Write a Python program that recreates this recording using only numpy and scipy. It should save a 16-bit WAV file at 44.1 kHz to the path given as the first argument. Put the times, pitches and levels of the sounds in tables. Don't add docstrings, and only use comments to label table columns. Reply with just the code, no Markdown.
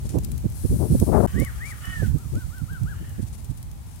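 import sys
import numpy as np
from scipy import signal
from scipy.fft import rfft, irfft, next_fast_len
from scipy.io import wavfile
from scipy.ndimage import map_coordinates

SR = 44100
rng = np.random.default_rng(int(sys.argv[2]) if len(sys.argv) > 2 else 0)


def wav_out(sig):
    wavfile.write(sys.argv[1], SR, np.round(np.clip(np.atleast_2d(sig).T, -1, 1) * 32767).astype(np.int16))


N = 176400
T = np.arange(N) / SR
CUT_S, GAP_S = 1.264, .009

# freq_hz, gain_db
AIR_EQ = [(100, 11.5), (400, 2.5), (850, 11), (1300, 2.5), (2500, -1.5), (5000, -7.5), (16000, -53.5)]
# freq_hz, gain_db
RUSTLE_EQ = [(1000, -1), (3000, -3.5), (5500, -1), (8500, 4.5), (11000, 3), (15500, 0)]
# time_s, left_db, right_db
RUSTLE_RIDE = [(0, -49, -47.5), (.5, -49, -50), (1.3, -44, -47.5), (1.6, -46, -50), (1.78, -46, -49),
               (1.95, -45.5, -42.5), (2.07, -41.5, -44.5), (2.12, -48, -52), (2.4, -46.5, -48),
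               (2.6, -48.5, -52), (3.1, -49.5, -52.5), (3.7, -53, -56), (4, -51.5, -54.5)]
# freq_hz, gain_db
RUMBLE_EQ = [(20, -28), (32, -9), (48, 5), (70, 5), (130, -1.5), (200, -13.5), (300, -24), (600, -35),
             (1500, -55)]
# time_s, left_db, right_db
RUMBLE_RIDE = [(0, -27, -31.5), (1.2, -30.5, -30.5), (1.6, -31.5, -36.5), (1.85, -40, -34),
               (2.1, -33.5, -28.5), (2.6, -43.5, -36.5), (2.9, -29.5, -31), (3.5, -38, -34),
               (4, -38.5, -38)]
# freq_hz, gain_db
EDDY_EQ = [(20, -38), (60, 12.5), (150, -0.5), (250, -4), (450, -26), (1000, -44)]
# start_s, length_s, level_db, brightness_hz, port (0 left, 1 right)
GUST_CUES = [(.045, 0.023, -31, 230, 0), (.1, 0.3, -31, 141, 0), (0.696, 0.085, -19.5, 189, 0),
             (0.787, 0.089, -19, 295, 0), (0.872, 0.11, -20.5, 154, 0), (0.985, 0.073, -24.5, 115, 0),
             (1.065, 0.046, -17.5, 318, 0), (1.116, 0.084, -13, 470, 0), (1.197, 0.019, -13.5, 430, 0),
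             (1.221, 0.046, -15.5, 458, 0), (2.025, 0.03, -28, 109, 0), (2.318, 0.073, -23, 175.7, 0),
             (2.703, .025, -30.5, 89, 0), (3.003, 0.036, -33, 140.7, 0), (0.082, 0.1, -34, 214, 1),
             (0.138, 0.054, -18.5, 292, 1), (0.439, 0.032, -18, 150, 1), (0.642, 0.021, -15, 119, 1),
             (0.688, 0.07, -18, 84.5, 1), (0.902, 0.041, -13, 140, 1), (0.943, 0.018, -14, 215, 1),
             (0.962, 0.1, -26, 110, 1), (1.012, 0.027, -13, 245, 1), (1.336, 0.11, -17.5, 166, 1),
             (1.418, .016, -20.5, 240, 1), (1.868, 0.042, -25.5, 79, 1), (1.968, 0.22, -20.5, 89, 1),
             (2.019, 0.021, -18, 215, 1), (2.142, 0.031, -16, 118, 1), (2.242, 0.035, -28, 79, 1),
             (2.345, 0.042, -25.5, 118.7, 1), (2.432, 0.074, -26.5, 69.6, 1), (2.612, 0.031, -22, 76, 1),
             (2.71, 0.033, -27.5, 78, 1), (2.805, 0.062, -21, 74, 1), (3.184, 0.025, -24.5, 146, 1),
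             (3.223, 0.027, -23, 80, 1), (3.492, 0.028, -21, 82, 1)]
# start_s, level_db,
# left_over_right_db
SNAP_CUES = [(.092, -35, 16), (0.186, -29.5, 1), (0.2471, -26, 17), (0.3176, -29.5, 21), (0.379, -31.5, 18),
             (0.5, -38, 12), (0.522, -37, 5), (0.999, -21, 8), (1.3996, -27, 11), (1.4477, -28, 20),
             (1.854, -33, 7.5), (2.184, -38, 10), (2.354, -35, 1), (2.5823, -37, 16), (2.731, -40, 11),
             (2.834, -38.5, 9.5), (3.094, -39, 5), (3.445, -35.5, 14), (3.5744, -41, 8), (3.6284, -35.5, 5),
             (3.7148, -40, 3), (3.9144, -46, 9.5), (3.959, -41, 9)]
# freq_hz, gain_db
SNAP_EQ = [(1000, -18), (2800, -3), (4000, -4), (8000, 5.5), (12000, 6), (16000, -2.5)]
# start_s, length_s, level_db
SCUFF_CUES = [(0.051, 0.022, -46.5), (0.09, 0.02, -43), (0.109, 0.055, -50), (0.233, 0.019, -46.5),
              (1.387, 0.056, -45.5), (1.558, 0.033, -54), (1.654, 0.065, -44.5), (1.773, 0.23, -54),
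              (3.216, 0.024, -48.5), (3.266, 0.023, -50.5), (3.328, 0.03, -49), (3.38, 0.028, -52),
              (3.447, 0.011, -51), (3.497, 0.02, -52.5), (3.571, 0.018, -52), (3.863, 0.14, -57.5)]
# freq_hz, gain_db
SCUFF_EQ = [(800, -2), (2500, 1.5), (4000, 2), (7000, 7.5), (10000, 11.5), (13000, -1), (16000, -30)]
# start_s, length_s, pitch_hz, level_db, roughness, lower_resonance_hz, upper_resonance_db
CAW_CUES = [(1.245, 0.22, 378.3, -49.5, 0.75, 1120, -12.5), (1.472, 0.43, 418, -52.5, 0.96, 1260, -35),
            (1.818, 0.14, 372, -46, 0.62, 1346, -8), (1.952, .13, 363.2, -51.5, 0.85, 1800, -27),
            (2.934, 0.103, 356, -57.5, .85, 1670, -3), (3.023, .1, 350, -55.5, 1.1, 1780, -12),
            (3.128, 0.085, 343.5, -58, 1, 1620, -22)]
# freq_hz, gain_db
CROW_EQ = [(400, -31), (750, -7), (950, -25), (1120, -3.5), (1450, 1), (1850, 3), (2100, -2.5), (2400, -6),
           (2700, -5.5), (3300, -6), (4000, -25), (8000, -25)]
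# freq_hz, gain_db
GOSLING_EQ = [(910, 5), (1250, 1), (1480, 4), (1700, 0), (1930, 5.5), (2150, -3), (2400, -12), (2900, 5),
              (3400, 4), (4600, -20)]
GOSLING_HARMONICS = [0, -22, -34]
# time_s, pitch_hz, level_db
TRILL_CONTOUR = [(1.835, 1745, -49), (1.903, 1880, -47), (1.934, 1850, -43.5), (1.968, 1792, -41.5),
                 (2.008, 1717, -42), (2.038, 1553, -48.5), (2.074, 1370, -51)]
# start_s, rise_s, fall_s, first_hz, top_hz, last_hz, level_db, left_over_right_db
PEEP_CUES = [(1.335, 0.11, 0.067, 1450, 2350, 1123, -41, 3),
             (1.59, 0.1, 0.055, 1480, 2446, 1337, -39.5, 0.5),
             (2.159, 0.06, .052, 1034, 1400, 1030, -57.5, -3),
             (2.336, 0.059, 0.061, 1134, 1563, 1230, -52, -1),
             (2.497, .064, 0.07, 1064, 1557, 1240, -52.5, 4),
             (2.675, 0.047, 0.072, 1136, 1630, 1235, -45.5, 12),
             (2.854, 0.049, 0.049, 1090, 1705, 1080, -45.5, 13)]
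# freq_hz, gain_db
BEAK_EQ = [(1760, -16), (3000, -18), (4490, -7), (5050, -9), (5570, -6.5), (7050, -6.5), (8280, 1),
           (10200, 5.5), (11100, 1), (13300, -2), (15800, -12)]
# time_s, level_db
HISS_RIDE = [(.52, -63), (.555, -45.5), (.72, -42.5), (.89, -44.5), (.93, -40), (.99, -41.5), (1.03, -41),
             (1.075, -42), (1.11, -46), (1.27, -45)]
# freq_hz, gain_db
RIGHT_PORT_EQ = [(1000, 0), (6000, 0), (10000, -6), (12500, -9), (16000, -18)]


def amp(db):
    return 10 ** (np.asarray(db) / 20)


def unit(x):
    return x / np.sqrt(np.mean(x ** 2, axis=-1, keepdims=True) + 1e-20)


def eq_gain(eq, hz):
    freq_hz, gain_db = np.transpose(eq)
    return amp(np.interp(np.log(hz + 1), np.log(freq_hz + 1), gain_db))


def curves(rows):
    time_s, *columns = np.transpose(rows)
    return np.array([np.interp(T, time_s, column) for column in columns])


def wobble(rate):
    return map_coordinates(rng.standard_normal(int(N * rate / SR) + 4), [T * rate / SR])


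def filtered(x, response):
    n = x.shape[-1]
    padded = next_fast_len(n + 8192)
    return irfft(rfft(x, padded) * response(np.fft.rfftfreq(padded, 1 / SR)), padded)[..., :n]


def noise(eq):
    return unit(filtered(rng.standard_normal((2, N)), lambda hz: eq_gain(eq, hz)))


def window(start, length, edge_s):
    inside_s = np.minimum(T - start, start + length - T)
    return np.sin(np.pi / 2 * np.clip(inside_s / edge_s + .5, 0, 1)) ** 2


def pan(left_over_right_db):
    gains = amp([[left_over_right_db / 2], [-left_over_right_db / 2]])
    return gains / np.sqrt(np.mean(gains ** 2))


def ambience():
    crackle = unit(amp(1.8 * wobble(500) + 1.6 * wobble(45)))
    return amp(-57) * noise(AIR_EQ) + noise(RUSTLE_EQ) * amp(curves(RUSTLE_RIDE)) * crackle


def wind(attack_s=.01116, fade_s=.017, slope_db=10.5, low_cut_hz=44.4):
    rumble = unit(noise(RUMBLE_EQ) * amp(3.5 * np.array([wobble(18), wobble(18)])))
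    eddies = unit(noise(EDDY_EQ) * amp(6 * np.minimum([wobble(45), wobble(45)], 2)))
    out = rumble * amp(curves(RUMBLE_RIDE)) + amp(-46.5) * eddies
    for start, length, db, bright_hz, port in GUST_CUES:
        attack = np.interp(T, [start - attack_s / 2, start + attack_s / 2], [0, 1])
        envelope = attack * np.clip((start + length - T) / fade_s + .5, 0, 1)
        on = np.flatnonzero(envelope)
        tilt = lambda hz: amp(-slope_db * hz / bright_hz) * hz ** 4 / (hz ** 4 + low_cut_hz ** 4)
        turbulence = filtered(rng.standard_normal(SR // 2), tilt)
        lows = filtered(turbulence, lambda hz: 1 / (1 + (hz / bright_hz) ** 4))[:len(on)]
        highs = turbulence[:len(on)] - lows
        surge = unit(np.abs(np.hanning(len(on))) ** .5 * amp(3 * wobble(110)[on]))
        gust = unit((lows + highs * surge) * envelope[on])
        gate = (start > CUT_S) | (T[on] < CUT_S)
        out[int(port), on] += amp(db) * gust * gate
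    return out


def grit(snap_t60_s=.018, snap_trim_db=-1.5):
    snaps = sum(amp(db + snap_trim_db - 60 * np.abs(T - start) / snap_t60_s) * (T >= start) * pan(side)
                for start, db, side in SNAP_CUES)
    strokes = sum(amp(db) * window(start, length, edge_s=.002) for start, length, db in SCUFF_CUES)
    grains = unit(amp(6 * np.minimum(wobble(700), 2)))
    return snaps * noise(SNAP_EQ) + strokes * grains * noise(SCUFF_EQ) * pan(12.5)


def tree_echo(x, t60_s=.32, predelay_s=.004):
    t = T[:SR // 2]
    tail = rng.standard_normal((2, len(t))) * amp(-60 * t / t60_s) * (t > predelay_s)
    return signal.fftconvolve(x.mean(0)[None], tail / np.linalg.norm(tail[0]), axes=1)[:, :N]


def resonance(source, centre_hz, width_hz):
    return unit(filtered(source, lambda hz: 1 / (1 + 2j * (hz - centre_hz) / width_hz) ** 2))


def crow(rattle_hz=34.9, upper_hz=2962):
    out = np.zeros((2, N))
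    for start, length, pitch_hz, db, roughness, lower_hz, upper_db in CAW_CUES:
        sag = .04 * np.clip(2 * (T - start) / length - 1, -1, 1) ** 2
        cycles = np.cumsum(pitch_hz * (1 - sag + .014 * wobble(220))) / SR
        pulses = unit(np.diff(np.floor(cycles), prepend=0))
        noise_share = np.clip(roughness, .1, 1)
        source = np.sqrt(1 - noise_share) * pulses + np.sqrt(noise_share) * rng.standard_normal((2, N))
        throat = unit(filtered(source, lambda hz: eq_gain(CROW_EQ, hz)))
        lower = resonance(source, lower_hz, width_hz=320 * noise_share)
        upper = resonance(source, upper_hz, width_hz=360 * noise_share ** 2)
        voice = unit(throat + amp(-5.5) * lower) + amp(upper_db) * upper
        rattle = 1 + .35 * np.cos(2 * np.pi * rattle_hz * (T - start))
        out += amp(db) * voice * rattle * window(start, length, edge_s=.041)
    return out


def gosling_voice(pitch_hz, strain, rasp=.17, right_lag_s=.00014):
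    waver = .011 * wobble(250) + .019 * strain * wobble(110)
    cycles = np.cumsum(pitch_hz * (1 + waver)) / SR - pitch_hz * np.array([[0], [right_lag_s]])
    crack = .85 * strain * wobble(600)
    phase = 2 * np.pi * cycles + crack + rasp * wobble(700)
    tone = sum(np.sin(k * phase) * amp(db) * eq_gain(GOSLING_EQ, k * pitch_hz)
               for k, db in enumerate(GOSLING_HARMONICS, 1))
    flutter_db = (1.5 + 5 * strain) * np.minimum(wobble(90), 1.3) - 2 * strain
    breath = np.array([np.sin(side) * wobble(900) + np.cos(side) * wobble(900) for side in phase])
    grain = 1 + (rasp + strain / 4) * wobble(700)
    return np.sqrt(2) * tone * amp(flutter_db) * grain + amp(-4) * strain * breath


def gosling_trill(crest_s=1.935, pulse_hz=32, slowing_hz_per_s=75, depth=.63):
    pitch_hz, db = curves(TRILL_CONTOUR)
    start, end = TRILL_CONTOUR[0][0], TRILL_CONTOUR[-1][0]
    t = T - crest_s
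    tremolo = 1 - depth * np.sin(np.pi * (pulse_hz - slowing_hz_per_s * t / 2) * t) ** 2
    envelope = amp(db) * window(start, end - start, edge_s=.0083)
    return gosling_voice(pitch_hz, strain=.5) * tremolo * envelope


def gosling_peeps(catch_db=-6.5, catch_s=.0096):
    pitch_hz, gain = np.full(N, 1000.), np.zeros((2, N))
    for start, rise, fall, first_hz, top_hz, last_hz, db, side in PEEP_CUES:
        on = (T > start) & (T < start + rise + fall)
        t = T[on] - start
        from_top = np.abs(t - rise) / np.where(t < rise, rise, fall)
        pitch_hz[on] = top_hz - (top_hz - np.where(t < rise, first_hz, last_hz)) * from_top ** 1.5
        swell = np.abs(np.sin(np.pi * t / (rise + fall))) ** .78
        catch = amp(catch_db * np.exp(-((t - rise) / catch_s) ** 2))
        gain[:, on] = amp(db) * swell * catch * pan(side)
    return gain * gosling_voice(pitch_hz, strain=np.interp(pitch_hz, [1500, 2300], [0, 1]))


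def goose_hiss(bounce_gain=.21, bounce_s=.0012):
    level_db, = curves(HISS_RIDE)
    air = noise([(1500, -8.5)] + list(BEAK_EQ))
    hiss = filtered(air, lambda hz: 1 + bounce_gain * np.exp(-2j * np.pi * hz * bounce_s))
    flutter_db = .9 * wobble(45)
    gate = (T > HISS_RIDE[0][0]) & (T < CUT_S)
    return hiss * amp(level_db + flutter_db) * gate * pan(11)


def scene():
    calls = (gosling_peeps() + gosling_trill() + crow()) * (T > CUT_S)
    return calls + amp(-6) * tree_echo(calls) + goose_hiss() + grit() + wind() + ambience()


def record(dry, low_cut_hz=40.4, high_cut_hz=15900):
    right = filtered(dry[1], lambda hz: eq_gain(RIGHT_PORT_EQ, hz))
    ports = filtered(np.array([dry[0], right]), lambda hz: hz ** 8 / (hz ** 8 + low_cut_hz ** 8))
    mute = 1 - window(CUT_S, GAP_S, edge_s=.0015)
    return filtered(ports * mute, lambda hz: hz < high_cut_hz)


dry = scene()
out = record(dry)
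wav_out(out)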